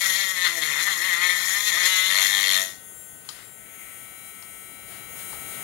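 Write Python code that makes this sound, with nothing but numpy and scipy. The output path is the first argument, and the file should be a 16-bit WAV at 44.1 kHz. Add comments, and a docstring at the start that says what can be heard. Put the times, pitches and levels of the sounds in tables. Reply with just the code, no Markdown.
"""A rotary tool cuts a plastic case held in a vice on a workbench, close to the left microphone.
From the start the slightly untrue disc bites once a turn and sets the case ringing, while the load
pulls the motor speed about. Near 2 s the slot pinches the disc into a squeal; then the disc bounces.
At 2.6 s the tool is lifted and whines freely. From 3.3 s a hand knocks and slides on the case, the
tool comes near again, and at the end its fan's draught rumbles on the microphone."""
import sys
import numpy as np
from scipy import signal
from scipy.fft import rfft, irfft, next_fast_len
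from scipy.io import wavfile
from scipy.ndimage import uniform_filter1d

SR = 44100
rng = np.random.default_rng(int(sys.argv[2]) if len(sys.argv) > 2 else 0)


def unload_wav(signal):
    """Save mono or channel-first audio to the path in sys.argv[1] as 16-bit WAV at rate SR, clipped to [-1, 1]."""
    wavfile.write(
        sys.argv[1],
        SR,
        np.round(np.clip(np.atleast_2d(signal).T, -1, 1) * 32767).astype(np.int16),
    )


N = 248283
TIME = np.arange(N) / SR


def from_db(db):
    """Decibels to gain."""
    return np.exp(np.asarray(db) * (np.log(10) / 20))


def rms_one(x):
    """Scale to rms 1."""
    return x / np.sqrt(np.mean(x ** 2) + 1e-20)


def evened(x, size=1400):
    """Hold the rms at 1 over a few turns, leaving the single bites standing."""
    return x / np.sqrt(np.maximum(uniform_filter1d(uniform_filter1d(x ** 2, size), size // 2), 1e-12))


def curve(rows):
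    """Join (time_s, value) points into a value at every sample."""
    return np.interp(TIME, *np.transpose(rows))


def swell(centre_s, length_s):
    """A smooth rise and fall of height 1 around a moment."""
    return np.exp(-2 * np.minimum(((TIME - centre_s) / length_s) ** 2, 20))


def swells(rows):
    """Gain that rises out of silence at each (centre_s, length_s, level_db)."""
    return sum(from_db(db) * swell(s, length) for s, length, db in rows)


def bumps_db(rows):
    """Decibels that leave 0 briefly at each (centre_s, length_s, change_db)."""
    return sum(db * swell(s, length) for s, length, db in rows)


def drift(rate_hz, size=8192):
    """A random wander of rms 1, mostly slower than rate_hz."""
    hz = np.arange(size // 2 + 1) * SR / N
    slow = irfft(rfft(rng.standard_normal(size)) / (1 + (hz / rate_hz) ** 2))
    return np.interp(TIME, np.linspace(0, N / SR, size), rms_one(slow))


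def at_hz(points, hz):
    """Read a spectrum on a log-frequency axis."""
    point_hz, value = np.transpose(points)
    return np.interp(np.log(np.maximum(hz, 1)), np.log(point_hz), value)


def shaped(x, gain_at):
    """Filter by a gain given as a function of frequency."""
    size = next_fast_len(N + 4096)
    return irfft(rfft(x, size) * gain_at(np.arange(size // 2 + 1) * SR / size), size)[..., :N]


def hiss(spectrum):
    """Coloured noise, partly alike at both microphones, falling away beyond its spectrum's ends."""
    def gain_at(hz):
        low_cut = 1 + (.7 * spectrum[0][0] / (hz + 1)) ** 4
        high_cut = 1 + (.7 * hz / spectrum[-1][0]) ** 8
        return from_db(at_hz(spectrum, hz)) / low_cut / high_cut

    white = rng.standard_normal((2, N)) + 0.58 * rng.standard_normal(N)
    return rms_one(shaped(white, gain_at))


def resonate(force, modes, wander_db=0, detune=0):
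    """Parallel resonances of alternating sign; a moving contact makes strength and pitch wander."""
    out = 0
    for k, (hz, width_hz, db) in enumerate(modes):
        r = np.exp(-np.pi * width_hz / SR)
        gain = from_db(db + wander_db * drift(rate_hz=12)) if wander_db else from_db(db)
        if detune:
            carrier = np.exp(2j * np.pi * np.cumsum(hz * (1 + detune * drift(rate_hz=22))) / SR)
            ring = (carrier * signal.lfilter([1 - r, 1 - r], [1, -r], force / carrier + 1e-18)).real
        else:
            poles = [1, -2 * r * np.cos(2 * np.pi * hz / SR), r * r]
            ring = signal.lfilter([(1 - r * r) / 2, 0, (r * r - 1) / 2], poles, force + 1e-18)
        out = out + (-1) ** k * gain * ring
    return out


def echoes(x, t60_s, start_s):
    """Dense reflections of unit energy, different at each microphone."""
    t = np.arange(SR // 2) / SR
    tail = rng.standard_normal((2, len(t))) * from_db(-60 * t / t60_s) * (t > start_s)
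    tail /= np.sqrt(np.sum(tail ** 2, axis=1, keepdims=True))
    return signal.fftconvolve(np.atleast_2d(x), tail, axes=1)[:, :N]


def workshop(x, bench_db=-5.5, room_db=-6.5):
    """Bench and vice reflect first, then the room; the averted right microphone hears more of both."""
    bench = from_db(bench_db) * echoes(x, t60_s=0.047, start_s=0.00014)
    room = from_db(room_db) * echoes(x, t60_s=0.26, start_s=0.00478)
    return np.array([x + bench[0] + room[0], 0.41 * x + 1.24 * bench[1] + 1.72 * room[1]])


# Room tone at the workbench: frequency_hz, level_db
RUMBLE_SPECTRUM = [(15, -49), (25, -33), (47, -2.5), (81, -6.5), (108, 0), (192, -3), (350, -5.5),
                   (507, -5), (539, -9.5), (659, -3), (1000, -14), (1300, -44), (2200, -120)]


def rumble(level_db=-57, draught_s=4.52, rise_db_per_s=8):
    """The workshop's steady rumble swells as the fan's draught comes near the microphone."""
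    return from_db(level_db + rise_db_per_s * np.maximum(TIME - draught_s, 0)) * hiss(RUMBLE_SPECTRUM)


# The spindle under load in the slot: time_s, turns_per_s
CUT_SPEED = [(0, 199), (.12, 186), (.19, 197), (.49, 173), (.73, 142), (.78, 146), (.85, 202), (.89, 199),
             (.99, 168), (1.06, 191), (1.1, 176), (1.15, 169), (1.24, 180), (1.42, 179), (1.52, 189),
             (1.56, 203), (1.69, 210), (1.73, 163), (1.79, 181), (1.83, 177), (1.88, 186.5), (1.92, 187),
             (2.01, 184.3), (2.07, 188.5), (2.15, 191), (2.34, 199.5), (2.41, 198), (2.46, 194),
             (2.5, 191.3), (2.6, 190.5)]
# Clear of the slot it settles and sags very slightly: time_s, turns_per_s
IDLE_SPEED = [(2.72, 188.8), (4.0, 189.05), (5.63, 188.52)]


def spindle(hunt_s=.55, hunt_hz=8.6, hunt_turns_per_s=3.3, blur_s=3.82, landing_s=2.501):
    """Speed and turns made: the governor hunts as the motor bogs down."""
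    hunting = swell(hunt_s, length_s=.42) * np.cos(2 * np.pi * hunt_hz * (TIME - hunt_s))
    speed = curve(CUT_SPEED + IDLE_SPEED) + hunt_turns_per_s * hunting
    # around 3.8 s the whine's high orders blur for a moment
    flutter = .0004 + .002 * swell(blur_s, length_s=.36)
    turns = np.cumsum(speed * (1 + flutter * drift(rate_hz=40))) / SR
    # an even turn, on which a bouncing disc lands hard, falls at landing_s
    return speed, turns - turns[round(landing_s * SR)] % 2


# The motor's loudness as it is moved about in front of the microphones: time_s, change_db
TOOL_LOUDNESS = [(2.6, -0.5), (3.1, -1.5), (3.55, -2.5), (3.9, 1), (4.75, 0.5), (5.3, 5), (5.63, 7)]
# Its path from aside (0) to close by the case (1): time_s, nearness
TOOL_PATH = [(3.45, 0), (3.8, 0.8), (4.5, 1)]


def tool_position():
    """Where the hand holds the tool, as a change of level in dB and a nearness."""
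    return curve(TOOL_LOUDNESS), curve(TOOL_PATH)


# Fan air and brush hiss at close range: frequency_hz, level_db
AIR_SPECTRUM = [(700, -2), (1100, -1), (1280, 7), (1500, -2), (2100, 2), (3200, -4), (4300, -9),
                (5800, -13), (6800, -5), (8200, -7), (9600, -1), (11400, -1), (12400, -3), (15700, -4)]
# The vents, facing the microphone: frequency_hz, level_db
VENT_SPECTRUM = [(1400, 0), (2100, 18), (3200, 0), (5500, -20), (9500, -3), (11300, 7), (12500, 4),
                 (15500, -5)]


def cooling_air(turns, tool_db, air_db=-55.5, vent_s=3.82, vent_db=-51):
    """Fan air and brush hiss throb on every turn; the vents hiss as they sweep past."""
    throb = 1 + .4 * np.cos(2 * np.pi * turns)
    vents = from_db(vent_db) * swell(vent_s, length_s=.36) * hiss(VENT_SPECTRUM)
    return from_db(air_db + 1.62 * tool_db) * throb * hiss(AIR_SPECTRUM) + vents


# The motor's strong orders, held aside and held near: speed_multiple, aside_db, near_db
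WHINE_ORDERS = [(7, -66, -58.5), (8, -60, -63), (10, -61.5, -61.5), (11, -64, -58.5), (12, -76, -55),
                (15, -70, -63), (17, -68, -64), (21, -78, -65), (30, -85, -73), (35, -60, -60),
                (40, -57, -68), (45, -66, -58), (52, -66, -56), (53, -64, -71), (54, -57, -59),
                (55, -56, -59), (56, -62, -73), (58, -57, -67), (62, -58, -58.5), (66, -68, -62),
                (80, -70, -61.5)]
# The weaker orders between them: frequency_hz, level_db
BUZZ_SPECTRUM = [(190, -70), (500, -78), (1100, -84), (2000, -73), (3400, -72), (4300, -83), (6000, -83),
                 (6700, -67), (8200, -73), (8850, -59), (9700, -59), (11000, -66), (11500, -64),
                 (12800, -67), (15700, -64)]


def motor(turns, tool_db, nearness, sets=3, treble_hz=5500, size=4096):
    """The commutator buzzes alike on each turn; which orders stand out depends on where it is held."""
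    orders = np.arange(1, 84)
    hz = orders * IDLE_SPEED[-1][1]
    bands = [(hz < treble_hz, tool_db)]
    for k in range(sets):   # interleaved sets of high orders swell and fade as the tool sways
        sway_db = 3.5 * np.tanh(drift(rate_hz=4))
        bands.append(((hz >= treble_hz) & (orders % sets == k), tool_db + sway_db))
    phases = np.exp(1.6j * rng.standard_normal(len(orders)))
    strong, aside_db, near_db = np.transpose(WHINE_ORDERS)
    out = 0
    for strong_db, share, buzz_db in ((aside_db, 1 - nearness, -2), (near_db, nearness, 0.012)):
        db = at_hz(BUZZ_SPECTRUM, hz) + buzz_db + 2 * rng.standard_normal(len(orders))
        db[np.round(strong).astype(int) - 1] = strong_db
        for band, level_db in bands:
            one_turn = irfft(np.r_[0, from_db(db) * phases * band], size) * size / np.sqrt(2)
            buzz = np.interp(turns % 1 * size, np.arange(size), one_turn)
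            out = out + share * from_db(level_db) * buzz
    return out


def past_hands(x, nearness, corner_hz=2200):
    """Moving hands reflect the high orders, most with the tool aside; the right hears mainly bench."""
    reflected = sum(np.tanh(drift(rate_hz=4)) * echoes(x, t60_s=0.018, start_s=0.00057)
                    for _ in range(2))
    treble = shaped(reflected, lambda hz: hz ** 2 / (hz ** 2 + corner_hz ** 2))
    off_bench = echoes(x, t60_s=.02, start_s=.0005)[1]
    steady = np.array([x, .5 * x + .85 * off_bench])
    return steady + from_db(-4) * (1 - .55 * nearness) * treble


# A hand knocks on the case in the vice: start_s, peak_db, hardness_hz
HAND_KNOCKS = [(3.289, -21.5, 12000), (3.294, -27, 9000), (4.424, -36, 4000), (5.189, -40, 8000),
               (5.328, -31.5, 1000)]
# The knocked case: pitch_hz, width_hz, level_db
CASE_MODES = [(850, 70, -6), (1220, 100, 1), (1900, 400, -11), (3100, 400, -6), (4200, 400, -3),
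              (4950, 350, 1), (5550, 350, 0), (6900, 700, -5), (9500, 3000, -12)]


def knocks(decay_s=0.0024):
    """Each knock is a short burst of force, duller for a softer touch, that rings the case."""
    out = np.zeros(N)
    t = np.arange(SR // 10) / SR
    for start_s, peak_db, hardness_hz in HAND_KNOCKS:
        burst = rng.standard_normal(len(t)) * np.exp(-t / decay_s)
        soft = np.exp(-2 * np.pi * hardness_hz / SR)
        touch = signal.lfilter([1], [1, -2 * soft, soft * soft], burst)
        ring = resonate(touch, CASE_MODES)
        at = round(start_s * SR)
        out[at:at + len(t)] += (from_db(peak_db) * ring / np.abs(ring).max())[:N - at]
    return out


# The hand slides on the case, close to the left microphone: centre_s, length_s, level_db
HAND_SLIDES = [(3.37, 0.15, -48), (4.948, 0.09, -49), (5.21, 0.059, -48.5), (5.334, 0.043, -49),
               (5.542, 0.075, -50)]
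# Skin rubbing on plastic: frequency_hz, level_db
SKIN_SPECTRUM = [(400, -30), (1300, 9), (2100, 4), (3800, 3.5), (6000, -4), (11000, -1), (15000, -18)]


def sliding_skin(squeak_s=3.41, squeak_db=-56, pitch_hz=2030, rise_hz_per_s=2400):
    """Skin slides in soft swells of noise; once a finger sticks and slips in a rising squeak."""
    slides = swells(HAND_SLIDES) * hiss(SKIN_SPECTRUM)
    hz = pitch_hz + rise_hz_per_s * (TIME - squeak_s)
    squeak = rms_one(drift(rate_hz=110) * np.sin(2 * np.pi * np.cumsum(hz) / SR))
    return slides + from_db(squeak_db) * swell(squeak_s, length_s=.06) * squeak


# Swarf caught in the slot: centre_s, length_s, level_db
SWARF_SCRAPES = [(.05, .03, -37), (.475, .028, -31.5), (.885, .026, -34), (1.4, .08, -43),
                 (1.78, .018, -33), (1.825, .02, -33), (2.19, .06, -38), (2.57, .07, -47)]
# What it rings with: pitch_hz, width_hz, level_db
SWARF_MODES = [(347, 100, -21), (630, 420, -8.5), (920, 380, -11.5), (1294, 300, 11)]


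def swarf(grit):
    """Loose swarf scrapes unevenly in the slot."""
    scraping = grit * from_db(4.4 * drift(rate_hz=34))
    return swells(SWARF_SCRAPES) * rms_one(resonate(scraping, SWARF_MODES))


# Coarse chips torn from the case: centre_s, length_s, level_db
CHIP_RIPS = [(.07, 0.094, -40), (.163, 0.014, -28), (.21, 0.014, -30.5), (.462, 0.034, -27),
             (.63, .016, -33), (.815, 0.048, -34), (.93, .025, -39), (1.14, 0.032, -38), (1.41, .06, -34.5),
             (1.85, .04, -34)]
# What they ring with: pitch_hz, width_hz, level_db
CHIP_MODES = [(2180, 320, -5.5), (2800, 490, -7), (3450, 420, 2.5), (3880, 380, 0), (4190, 320, 4.5)]


def chips(friction):
    """The rim rips out coarse chips in rough surges."""
    return swells(CHIP_RIPS) * evened(resonate(friction, CHIP_MODES))


# The pinched disc, heard close: speed_multiple, level_db
SQUEAL_ORDERS = [(1, -38), (2, -36), (3, -17.5), (4, -32), (5, -31), (6, -22), (7, -19), (8, -19),
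                 (9, -11.5), (10, 0), (11, -5), (12, -15), (13, -11.5), (14, -17), (15, -16), (16, -10),
                 (17, -9), (18, -4), (19, -2.5), (20, -11), (21, -7.5), (22, -11), (23, -24), (24, -14)]


def squeal(turns, level_db=-22.5):
    """The pinched disc strikes exactly alike on every turn and locks into a clean buzzing squeal."""
    tone = sum(from_db(db) * np.cos(2 * np.pi * round(k) * turns + rng.standard_normal())
               for k, db in SQUEAL_ORDERS)
    return from_db(level_db) * rms_one(tone)


# How hard the disc is pressed on the case: time_s, force_db
HAND_PRESSURE = [(0, -3.5), (0.35, -3), (0.7, -2.5), (1.15, -2.5), (1.45, -6), (1.85, 4), (2.2, 3.6),
                 (2.6, 3.5)]
# It digs in (+) or slips (-) for a moment: centre_s, length_s, force_db, sharpness_db
DISC_DIGS = [(0.15, 0.076, 1, 0.8), (0.326, 0.013, -1, -4), (0.451, 0.076, 7, 1), (0.57, 0.077, -4.5, 0),
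             (0.625, 0.024, 6.5, 2), (0.801, 0.025, 6, 0), (0.878, 0.049, 2.5, -4), (0.94, 0.03, 0, 3.5),
             (0.98, 0.051, -4.5, -0.5), (1.1, 0.12, 3, -1.5), (1.26, 0.13, 8.5, -1.2),
             (1.572, 0.058, 5.5, -2.5), (1.664, 0.054, -4, 1.5), (1.821, .025, 3.5, -0.5),
             (1.965, 0.11, 7.5, 0.5), (2.194, 0.078, 1, 0.1), (2.291, 0.029, -2.5, -0.5),
             (2.41, 0.038, -2, 0), (2.534, 0.081, -3.5, 3)]


def disc_load():
    """The load on the disc in dB: pressure, digging and sharpness of the bite."""
    dig_db = bumps_db((s, length, db) for s, length, db, _ in DISC_DIGS)
    edge_db = bumps_db((s, length, db) for s, length, _, db in DISC_DIGS)
    return curve(HAND_PRESSURE), dig_db, edge_db


# The disc bounces, landing hard on every second turn only: centre_s, length_s, weakening_db
DISC_BOUNCES = [(2.165, 0.11, 18), (2.334, 0.056, 6), (2.534, 0.3, 18.5)]
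# Steady rubbing between bites, low where the disc grips, high where it scrapes: time_s, share
RUBBING_SHARE = [(0, .2), (.6, .2), (.7, .42), (.8, .42), (.87, .26), (.95, .42), (1.05, .3), (1.3, .38),
                 (1.38, .48), (1.5, .42), (1.62, .25), (1.85, .4), (1.92, .28), (2.05, .26), (2.12, .52),
                 (2.27, .48), (2.34, .3)]


def disc_seating(grip_per_db=.02):
    """Share of rubbing and depth of bounce; force and bouncing turn rubbing into clean bites."""
    press_db, dig_db, _ = disc_load()
    bounce_db = bumps_db(DISC_BOUNCES)
    rubbing = curve(RUBBING_SHARE) - grip_per_db * (dig_db + press_db) - .008 * bounce_db
    return np.clip(rubbing, .1, .95), bounce_db


def disc_bites(turns, rubbing, bounce_db, contact_s=0.00077, jitter_s=.000018):
    """Once a turn the high side of the disc hits the slot, then drags on for about a millisecond."""
    skip_db = bounce_db + 3 * rubbing * drift(rate_hz=5.6)   # a loosely seated disc limps by chance
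    unrest = 2 * rubbing + 0.058 * np.abs(skip_db)   # loosens the timing and adds drag
    count = np.arange(1, int(turns[-1]))
    chance = rng.standard_normal((len(count), 2))[:, 1]
    at = np.interp(count, turns, np.arange(N)).astype(int)
    jitter = (jitter_s * SR * unrest[at] ** 2 * chance).round().astype(int)
    bites = np.zeros(N)
    bites[np.clip(at + jitter, 0, N - 1)] = from_db(-skip_db[at] * (count % 2))
    r = np.exp(-2 / (contact_s * SR))
    contact = rms_one(signal.lfilter([1], [1, -2 * r, r * r], bites + 1e-18)) * unrest
    return bites, contact


def lifted(start_s, fall_db_per_s=161):
    """Gain that falls steadily once the disc starts to leave the slot."""
    return from_db(-fall_db_per_s * np.maximum(TIME - start_s, 0))


# Case and disc at close range, from low groan to hard crack: pitch_hz, width_hz, level_db
GROAN_RING = [(147.4, 8, 3), (194, 7.1, -2), (318.6, 15, 8), (352, 23, 2), (431, 34, 2.5), (494, 35, 0),
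              (556.3, 21, 5), (668, 14, 6.5)]
WALL_RING = [(824, 101, -18), (1078, 87, -13.5), (1206, 68, -10.5), (1382, 64, -7), (1711, 55, -3.5),
             (1842, 90, 2), (2029, 136, 1.5), (2164, 83, 0.5), (2502, 85, -9.5)]
RIM_RING = [(2730, 88, -5.5), (2895, 130, -11), (2960, 56, -6.5), (3190, 94, 3.5), (3416, 210, 2.9),
            (3525, 140, 6.5), (3654, 140, 2.2), (3913, 220, 0), (4117, 210, -1.5), (4253, 157, 2.5)]
DISC_RING = [(4800, 6700, -12), (5790, 180, -2.5), (6166, 61, -7.5), (6680, 137, 2.5), (6880, 460, -9),
             (7770, 550, -7.5), (8070, 430, -15.5), (9150, 330, -7.5), (10580, 750, -6.5), (11040, 530, -3),
             (11500, 450, -5), (13700, 1350, -15), (14900, 1500, -19)]
CRACK_RING = [(3700, 1200, 3), (6800, 1500, 0), (11000, 3500, -2), (14000, 2500, -7)]
# The case groans louder or softer: centre_s, length_s, change_db
GROAN_SWELLS = [(.57, .08, 4), (.71, .05, 4), (1.15, .06, -2), (1.27, .05, 4), (1.99, .11, 6)]
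# Spurts of hiss as the grit tears chips free: centre_s, length_s, change_db
HISS_SPURTS = [(0.083, 0.15, 4.5), (0.295, 0.02, 5.5), (0.833, 0.027, 7), (1.273, 0.016, 3), (1.5, 0.24, 5),
               (1.836, 0.07, 3.5), (2.234, 0.092, 4), (2.533, 0.032, 2.5)]


def grinding(speed, bites, contact, grit, rubbing, bounce_db, pinch, lift_s=2.573, duck_db=9):
    """Blow, drag and steady rub ring case and disc, louder under load, until the tool is lifted."""
    press_db, dig_db, edge_db = disc_load()
    fast = np.interp(speed, [178, 192], [0, 1])   # a fast disc bites brighter

    def force(hit, drag, rub):
        return hit * (1 - rubbing) * rms_one(bites) + grit * (drag * contact + rub * rubbing)

    def effort(level_db, press, dig, edge, fast_db):
        return from_db(level_db + press * press_db + dig * dig_db + edge * edge_db + fast_db * fast)

    walls = evened(resonate(force(hit=1.5, drag=.4, rub=.65), WALL_RING, wander_db=1.4, detune=.011))
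    walls *= effort(-29, press=.58, dig=.81, edge=0, fast_db=.02)
    rim = evened(resonate(force(hit=1.4, drag=.55, rub=.7), RIM_RING, wander_db=1.4))
    rim *= effort(-33.5, press=.97, dig=.99, edge=1.9, fast_db=3.5)
    disc = evened(resonate(force(hit=.34, drag=.62, rub=1.86), DISC_RING))
    disc *= effort(-32.5 + bumps_db(HISS_SPURTS), press=.51, dig=.21, edge=.65, fast_db=1.5)
    # the case groans when a multiple of the bite rate meets a low mode, more under a bouncing disc
    groan = rms_one(resonate(force(hit=2.2, drag=.15, rub=.4), GROAN_RING, wander_db=1.4))
    groan_db = -49 + .15 * bounce_db + bumps_db(GROAN_SWELLS)
    groan *= effort(groan_db, press=.51, dig=.19, edge=0, fast_db=-1)
    # each hard landing of the bouncing disc cracks
    bouncing = np.clip(bounce_db / DISC_BOUNCES[-1][2], 0, 1)
    cracks = from_db(-42) * bouncing * evened(resonate(bites, CRACK_RING))
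    lingering = lifted(lift_s + 0.046)   # groan and disc hiss hold on a little longer
    case = (walls + rim + cracks) * lifted(lift_s) + groan * lingering
    return case * from_db(-duck_db * pinch) + disc * lingering


def cutting(turns, speed, pinch_s=1.985, pinch_length_s=.19, grain_db=1.5, catching_db=1.6):
    """The disc drags its grit through the plastic, catching unevenly; once the slot pinches it."""
    rubbing, bounce_db = disc_seating()
    bites, contact = disc_bites(turns, rubbing, bounce_db)
    grit = rms_one(rng.standard_normal(N) * from_db(grain_db * rng.standard_normal(N)))
    pinch = np.exp(-np.minimum((2 * (TIME - pinch_s) / pinch_length_s) ** 4, 40))
    grind = grinding(speed, bites, contact, grit, rubbing, bounce_db, pinch)
    debris = chips(grit * (contact + rubbing)) + swarf(grit)
    catching = from_db(catching_db * from_db(-.5 * bounce_db) * drift(rate_hz=28))
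    return grind * catching + debris + pinch * squeal(turns)


def placed(x, balance):
    """Share each frequency between left and right with two gains whose mean is 1."""
    return shaped(x, lambda hz: 2 / (1 + from_db(at_hz(balance, hz) * np.array([[-1], [1]]))))


# The case, close to the left microphone: frequency_hz, left_minus_right_db
CASE_BALANCE = [(60, 15.0), (99, 31), (160, 12), (270, 19.5), (450, 8), (740, 19), (1220, 15.5), (2010, 17),
                (3330, 18), (5500, 21.5), (9080, 12), (15000, 5.5)]
# Motor, air and rumble, also on the left: frequency_hz, left_minus_right_db
MOTOR_BALANCE = [(60, 19.0), (99, 24), (160, 16), (270, 22.5), (450, 14.7), (740, 20), (1220, 24),
                 (2010, 18.3), (3330, 26), (5500, 24), (9080, 10.7), (15000, 5.5)]


def scene(cut_db=-1.5):
    """At the bench one spindle drives the cut, the whine and the air; a hand touches the case."""
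    speed, turns = spindle()
    tool_db, nearness = tool_position()
    cut = from_db(cut_db) * workshop(cutting(turns, speed))
    hand = workshop(knocks()) + sliding_skin()
    room_tone = rumble()
    whine = past_hands(motor(turns, tool_db, nearness), nearness)
    air = cooling_air(turns, tool_db)
    return placed(cut + hand, CASE_BALANCE) + placed(whine + air + room_tone, MOTOR_BALANCE)


def record(dry):
    """Both microphone channels lose the very top of the treble steeply."""
    cutoff_hz, edge_hz = 15820, 40
    return shaped(dry, lambda hz: 1 / (1 + np.exp(np.minimum((hz - cutoff_hz) / edge_hz, 50))))


dry = scene()
out = record(dry)
unload_wav(out)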